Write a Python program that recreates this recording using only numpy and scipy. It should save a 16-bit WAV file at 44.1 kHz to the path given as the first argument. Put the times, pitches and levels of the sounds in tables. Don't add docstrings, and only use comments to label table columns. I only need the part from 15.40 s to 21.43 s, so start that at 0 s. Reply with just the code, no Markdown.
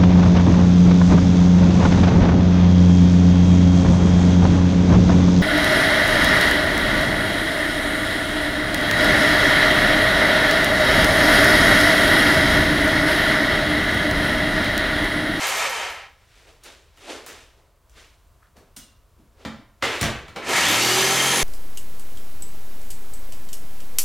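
import sys
import numpy as np
from scipy import signal
from scipy.fft import rfft, irfft, next_fast_len
from scipy.io import wavfile
from scipy.ndimage import uniform_filter1d, map_coordinates

SR = 44100
rng = np.random.default_rng(int(sys.argv[2]) if len(sys.argv) > 2 else 0)


def log_audio(samples):
    frames = np.atleast_2d(samples).T
    limited = np.clip(frames, -1, 1)
    pcm = np.round(limited * 32767).astype(np.int16)
    wavfile.write(sys.argv[1], SR, pcm)


def field_ratio(decibels):
    return 10 ** (np.asarray(decibels, dtype=float) / 20)


N = 265923


def unit(x):
    return x / np.sqrt(np.mean(x ** 2) + 1e-20)


def along(points, hz):
    f, v = np.transpose(points)
    return np.interp(np.log(hz + 1), np.log(f + 1), v)


def curves(rows, outside=None):
    s, *cols = np.transpose(rows)
    return [np.interp(np.arange(N) / SR, s, c, outside, outside) for c in cols]


def wobble(rate):
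    knots = rng.standard_normal(int(N * rate / SR) + 4)
    return map_coordinates(knots, [np.arange(N) * rate / SR])


def filtered(x, response):
    m = next_fast_len(N + SR // 2)
    return irfft(rfft(x, m) * response(np.fft.rfftfreq(m, 1 / SR)), m)[..., :N]


def modes(table):
    def response(f):
        total = 0
        for k, (centre, width, db) in enumerate(table):
            ring = 1j * f * width / (centre ** 2 - f ** 2 + 1j * f * width)
            total = total + (-1) ** k * field_ratio(db) * ring
        return total
    return response


def band(lo_hz, hi_hz):
    return lambda f: (1j * f / lo_hz / (1 + 1j * f / lo_hz) / (1 + 1j * f / hi_hz)) ** 2


def noise(response, grain_db=0):
    grain = np.repeat(rng.standard_normal(N // 20 + 1), 20)[:N]
    return unit(filtered(field_ratio(grain_db * grain) * rng.standard_normal(N), response))


# frequency in Hz, time to die by 60 dB in seconds
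SHOP_DECAY = [(60, 0.67), (200, 0.37), (1000, 0.59), (4000, 0.47), (14000, 0.26)]


def room(x):
    hz, t, z = signal.stft(rng.standard_normal(SR // 2), SR, nperseg=256)
    decay = field_ratio(-60 * t / along(SHOP_DECAY, hz)[:, None])
    tail = signal.istft(z * decay, SR, nperseg=256)[1]
    late = np.pad(x, (250, 0))
    return signal.fftconvolve(late, tail / np.linalg.norm(tail))[:len(x)]


# frequency in Hz, level in dB per Hz
HUSH_COLOUR = [(12, -34), (20, -6.5), (67, -1.5), (234, -26.5), (422, -24), (485, -26.5), (698, -22),
               (759, -31), (1000, -24), (1120, -24.5), (1860, -34.5), (3950, -37.5), (16000, -41.5)]


def hush():
    level_db = -56.5 + 1.0 * wobble(6.95)
    duck_db = -6 * np.clip(np.arange(N) / SR - 4.9, 0, 1)
    return field_ratio(level_db + duck_db) * noise(lambda f: field_ratio(along(HUSH_COLOUR, f)))


def stroke_gain(peak_s, rise_s, hold_s, db):
    t = np.arange(N) / SR - peak_s
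    fall_db = 45 * np.clip(t, 0, hold_s) + 105 * np.clip(t - hold_s, 0, None)
    rise_db = 20 * np.clip(-t, 0, None) / max(rise_s, .003)
    return field_ratio(db - fall_db - rise_db)


# peak in seconds, rise in seconds, hold in seconds, rub in dB, thud in dB
RUB_STROKES = [(0.987, 0.36, .02, -58, -9), (1.085, 0.092, 0.0011, -58.5, 3),
               (1.261, 0.03, 0.0037, -45.5, -4), (1.46, 0.13, .02, -79, 4), (1.62, 0.081, 0.033, -54, -4.5),
               (1.705, 0.064, 0.0045, -38.5, 3), (1.886, 0.022, 0.12, -47.5, -5.5),
               (2.187, .06, 0.14, -75.5, 11.5), (2.58, 0.055, 0.048, -51, -7.5),
               (3.164, 0.012, .005, -65.5, 12.5), (3.783, .03, 0.065, -83.5, 19),
               (4.01, .07, 0.092, -59, 5), (5.093, 0.021, .005, -41.5, 14)]
# peak in seconds, hold in seconds, rub, thud and grit in dB
SKID_STROKES = [
    (4.437, 0.16, -26.5, -3, -8),
    (4.652, 0.014, -32.5, 0.5, -20),
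    (4.966, 0.017, -42, 7.5, -25),
]
# frequency in Hz, level in dB per Hz
RUB_COLOUR = [(88, -47), (150, -25), (244, -8), (285, -5.5), (420, 0), (462, -1), (509, -1), (1040, -4.5),
              (3620, -3), (12300, -40.5), (15500, -63)]
# frequency in Hz, width in Hz, level in dB
SHOE_RING = [(2030, 430, 9), (3400, 1000, -17.5)]


def scuffs():
    rubs = [(stroke_gain(s, rise, hold, db), thud_db, -3) for s, rise, hold, db, thud_db in RUB_STROKES]
    skids = [(stroke_gain(s, .013, hold, db), thud_db, grit_db)
             for s, hold, db, thud_db, grit_db in SKID_STROKES]

    def under(f, edge_hz):
        return 1 / np.sqrt(1 + (f / edge_hz) ** 4)

    colour = lambda f: field_ratio(along(RUB_COLOUR, f))
    thud = noise(lambda f: colour(f) * under(f, 740))
    hiss = noise(lambda f: colour(f) * (1 - under(f, 760)) * under(f, 2750), grain_db=2)
    grit = noise(lambda f: colour(f) * (1 - under(f, 5840)), grain_db=2.5)
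    out = np.zeros(N)
    for gain, thud_db, grit_db in rubs + skids:
        out += gain * (field_ratio(thud_db) * thud + hiss + field_ratio(grit_db) * grit)
    out += field_ratio(-8) * sum(row[0] for row in skids) * noise(modes(SHOE_RING), grain_db=1)
    creak_db = -61 - 11 * ((np.arange(N) / SR - 3.055) / 0.043) ** 2
    creak = field_ratio(creak_db) * noise(modes([(1380, 470, 3), (2010, 500, -9)]), grain_db=-6)
    return creak + field_ratio(0.24 * wobble(40)) * out


# time in seconds, peak in dB
PLASTIC_TICKS = [(1.573, -42), (1.8635, -22), (2.497, -46), (3.168, -52), (3.185, -44), (3.364, -27.5),
                 (3.381, -31)]


def snaps():
    ticks = np.zeros(N)
    for s, db in PLASTIC_TICKS:
        ticks[round(s * SR)] = field_ratio(db + 9)
    dry = filtered(ticks, band(4500, 17000))
    return dry + field_ratio(4.5) * room(dry)


# start in seconds, peak in dB, then boom, knock and sizzle in dB
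CONTACTS = [(1.236, -49.5, -22, -28, 12), (1.573, -40.5, -37, -32, -11), (1.863, -30, -26, -35, -6),
            (2.495, -58, -22, -16, 2), (3.167, -43, -15, -5, -6.5), (3.365, -36.5, -21, -4.5, 6),
            (3.788, -62.5, -3, 16, -0.5), (4.05, -19, -17.5, -5.5, -42), (4.424, -7, -30, -26, -39),
            (4.611, -12.5, -12.5, -11, -4.5), (4.628, -10, -17.5, -11, -50.5),
            (4.881, -30, -19.5, -17, -19), (4.961, -18, -30, -17, -27)]
# time in seconds, blade in dB, clamp in dB
STEEL_CLINKS = [
    (2.4968, -70, -43),
    (3.364, -25.5, -42),
    (4.6298, -45, -9),
    (4.9605, -42, -32),
]
# frequency in Hz, width in Hz, level in dB
HULL_RING = [(71, 20, -2.5), (120.4, 42, -1.5)]
# frequency in Hz, width in Hz, level in dB
PANEL_RING = [(217, 21.4, 3.5), (276, 16, -0.5), (322, 25, -5.5)]
# frequency in Hz, width in Hz, level in dB
SHEET_RING = [(473, 57, -3), (720, 250, -24), (1240, 110, -12), (2200, 3600, 0.5)]
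# frequency in Hz, width in Hz, level in dB
BLADE_RING = [(2780, 10, 2), (2900, 14, 0), (3350, 25, -1), (8995, 25, 6)]
# frequency in Hz, width in Hz, level in dB
CLAMP_RING = [(4700, 300, -10), (6040, 360, 3), (6874, 200, -26), (6940, 220, 1), (12800, 400, -14)]


def knocks():
    t = np.arange(SR // 4) / SR
    rattle = (1 - np.exp(-t / 0.00038)) * (np.exp(-t / 0.012) + 0.79 * np.exp(-t / 0.00044))
    shove = np.exp(-((t - .005) / 0.00043) ** 2)
    crack, sheet, hull, panel, sizzle, blade, clamp = np.zeros((7, N + SR))
    for s, db, boom_db, knock_db, sizzle_db in CONTACTS:
        start = round(s * SR)
        at = slice(start, start + len(t))
        force = field_ratio(db) * rattle * rng.standard_normal((3, len(t)))
        crack[at] += force[0]
        sheet[at] += field_ratio(-6.5) * force[1]
        hull[at] += field_ratio(db + boom_db + 24) * shove
        panel[at] += field_ratio(db + knock_db + 15) * shove
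        sizzle[at] += field_ratio(sizzle_db + 7) * force[2]
    for s, blade_db, clamp_db in STEEL_CLINKS:
        blade[round(s * SR)] = field_ratio(blade_db + 26)
        clamp[round(s * SR)] = field_ratio(clamp_db + 19)

    dull = band(100, 6000)
    parts = [
        (crack, lambda f: band(197, 2820)(f) * dull(f)),
        (sheet, lambda f: modes(SHEET_RING)(f) * dull(f)),
        (hull, modes(HULL_RING)),
        (panel, modes(PANEL_RING)),
        (sizzle, lambda f: band(5000, 10000)(f) / (1 + 1j * f / 11000) ** 2),
        (blade, modes(BLADE_RING)),
        (clamp, lambda f: modes(CLAMP_RING)(f) * band(3000, 20000)(f)),
    ]
    dry = sum(filtered(x[:N], colour) for x, colour in parts)
    out = np.pad(dry, (0, SR))
    starts = [round(row[0] * SR) for row in CONTACTS] + [N]
    for a, b in zip(starts, starts[1:]):
        piece = np.pad(dry[a:min(b, a + SR // 2)], (0, SR // 2))
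        out[a:a + len(piece)] += room(piece)
    return out[:N]


# time in seconds, peak in dB
SLOW_REVERSALS = [
    (.0703, -28.5),
    (0.171, -33),
    (0.2981, -36.5),
    (.5029, -46),
    (5.0924, -36),
    (5.165, -31),
]


def reversals(stroke):
    first = round(5.213 * SR)
    cycle = np.floor((stroke[first:] - stroke[first]) / (2 * np.pi))
    turn = first + np.flatnonzero(np.diff(cycle, prepend=-1))
    ticks = np.zeros(N)
    ticks[turn] = field_ratio(-31.5 + 3.1 * rng.standard_normal(len(turn)))
    for s, db in SLOW_REVERSALS:
        ticks[round(s * SR)] = field_ratio(db)
    ticks += .6 * np.roll(ticks, round(.013 * SR))
    guide = modes([(8600, 990, -13), (11140, 760, 4), (13400, 900, -1), (15300, 900, -8)])
    burst = field_ratio(34) * filtered(ticks, lambda f: guide(f) * band(7000, 20000)(f))
    return burst + field_ratio(1) * room(burst)


# time in seconds, turns in Hz, gear mesh in dB
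COASTING = [(0, 112, -46), (.1, 95, -41), (.2, 80, -36), (.3, 64.7, -39), (.45, 46, -49), (.56, 31, -68),
            (.8, 12, -110)]
# time in seconds, turns in Hz
RUN_UP = [(5.03, 20), (5.3, 300), (5.35, 327), (5.408, 348), (5.466, 362), (5.604, 381.5), (5.78, 396.5),
          (5.9, 401), (6.03, 403)]
# time in seconds, roar in dB
GEAR_ROAR = [
    [(0.0, -31.5), (0.04, -24), (0.272, -25.5), (0.29, -28), (0.356, -27), (0.44, -29), (0.59, -37.5),
     (0.788, -62), (0.85, -64.5)],
    [(5.02, -37), (5.06, -32.5), (5.106, -25), (5.182, -20), (5.194, -22.5), (6.03, -23)],
]
# frequency in Hz, level in dB per Hz
GEAR_COLOUR = [(120, -60), (200, -30), (281, -20), (385, -6), (431, -4), (549, 0.5), (818, 2), (1740, 0.5),
               (6000, -12), (7800, -43), (13200, -120)]
# frequency in Hz, width in Hz, level in dB
HOUSING_RING = [(382, 18, -11), (504, 84, -13.5), (792, 10.6, -0.5), (936, 18, -4.5), (1327, 10, 1.5),
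                (1663, 15, -2.5), (1885, 84, -5.5), (2108, 20, 4.5), (2290, 420, -3.5), (3150, 70, 1),
                (3640, 40, -12)]
# frequency in Hz, level in dB per Hz
AIR_COLOUR = [(2060, -6), (3500, 1), (5600, -3), (6360, 0), (9200, -7), (10400, -11.5), (11000, -12),
              (15100, -20.5), (16000, -48)]


def roar(stroke):
    gears = uniform_filter1d(sum(field_ratio(curves(rows, -200)[0]) for rows in GEAR_ROAR), size=200)
    turns = np.where(np.arange(N) < SR, curves(COASTING)[0], curves(RUN_UP)[0])
    air = gears * field_ratio(0.2) * (1 + (103 / turns) ** 2) ** (-1.15 / 2)
    beat = np.cos(2 * stroke)
    body = lambda f: field_ratio(along(GEAR_COLOUR, f)) * (1 + 2.66 * np.abs(modes(HOUSING_RING)(f)))
    rumble = field_ratio(0.8 * beat + 0.7 * wobble(20)) * noise(body, grain_db=0.5)
    breath = lambda f: field_ratio(along(AIR_COLOUR, f)) * band(150, 40000)(f)
    hiss = field_ratio(0.77 * beat + 0.2 * wobble(4)) * noise(breath, grain_db=1.5)
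    return gears * rumble + air * hiss


# multiple of the turns, level in dB, resonance in Hz, its width in octaves
ORDER_LIFTS = [(1, -42, 280, 1.2), (1, -33, 300, .06), (1, -29, 380, .11), (13, -26, 1900, .3),
               (13, -32, 2700, .5), (13, -26, 3500, .13), (13, -31, 4600, .14), (13, -45, 5200, .2),
               (26, -54, 8000, 2.2), (26, -40, 10200, .18), (26, -36, 10450, .012), (39, -39, 12100, .13)]


def order_gain(multiple, turns):
    gain = 0
    for k, db, peak_hz, octaves in ORDER_LIFTS:
        if k == multiple:
            gain = gain + field_ratio(db - 12 * (np.log2(k * turns / peak_hz) / octaves) ** 2)
    if multiple != 1:
        return gain
    since = np.arange(N) / SR - 5.76
    pressed = 1 / (1 + np.exp(np.clip(-since / .012, -50, 50)))
    return gain * field_ratio(np.minimum(-15 + 45 * since, 0) * pressed)


# multiple of the turns, blur in Hz, level in dB, resonance in Hz, width in octaves
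MESH_ORDERS = [(2, 30, -35, 788, .03), (8, 200, -26, 2100, .8), (16, 320, -29, 6350, .3),
               (32, 250, -43, 11800, .15)]
# multiple of the blade stroke, level in dB
CRANK_ORDERS = [(2, -55), (3, -39), (4, -49), (5, -43), (6, -47), (7, -44), (8, -41), (10, -40), (11, -44)]


def whine():
    turns = uniform_filter1d(curves(RUN_UP)[0], size=2000)
    on = np.clip((np.arange(N) / SR - RUN_UP[0][0]) / 0.05, 0, 1)
    phase = 2 * np.pi * np.cumsum(turns) / SR
    stroke = phase / 9
    out = np.zeros(N)
    for k in (1, 13, 26, 39):
        out += np.sqrt(2) * order_gain(k, turns) * field_ratio(1.8 * wobble(50)) * np.sin(k * phase)
    for k, blur, db, peak_hz, octaves in MESH_ORDERS:
        detune = np.log2(k * turns / peak_hz) / octaves
        out += field_ratio(db - 12 * detune ** 2) * (.4 + wobble(blur)) * np.sin(k * phase)
    out += field_ratio(-38.5) * noise(lambda f: band(130, 400)(f) ** 2)
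    shake = np.clip(turns / 300, 0, 1) ** 3
    for k, db in CRANK_ORDERS:
        throb = np.sin(k * stroke + rng.uniform(0, 6.25))
        out += np.sqrt(2) * field_ratio(db + 0.86 * wobble(15)) * shake * throb
    slow_turns, slow_db = curves(COASTING)[0], curves(COASTING, -200)[1]
    slow_phase = 2 * np.pi * np.cumsum(slow_turns) / SR
    dying = np.zeros(N)
    for k, db in ((5, -34), (8, 0), (13, -5), (16, -4)):
        dying += field_ratio(db + 3.1 * wobble(26.5)) * np.sin(k * slow_phase)
    return on * out + field_ratio(slow_db) * dying, stroke


# frequency in Hz, side minus mid in dB
STEREO_WIDTH = [(60, -17), (110, -14.5), (200, -13.5), (380, -13.5), (700, -16.5), (1290, -20),
                (2380, -18.5), (4400, -19), (8120, -6), (15000, -12.5)]


def capsules(mid):
    scatter = rng.standard_normal(5000) * np.exp(-np.arange(5000) / 900)
    side = signal.fftconvolve(mid, scatter / np.linalg.norm(scatter))[:N]
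    side = filtered(side, lambda f: field_ratio(along(STEREO_WIDTH, f)))
    return np.array([mid + side, mid - side])


def scene():
    tones, stroke = whine()
    middle = filtered(tones, lambda f: (f > 1000) * (f < 7000))
    motor = tones - .55 * middle + .9 * room(middle)
    return capsules(hush() + scuffs() + snaps() + knocks() + reversals(stroke) + roar(stroke) + motor)


def low_pass(x):
    return signal.sosfilt(signal.butter(12, 16510, fs=SR, output="sos"), x)


def record(dry):
    soft = dry / (1 + np.abs(dry / .45) ** 4) ** (1 / 4)
    mix = filtered(soft, lambda f: f < 15900)
    return low_pass(mix)


dry = scene()
out = record(dry)
log_audio(out)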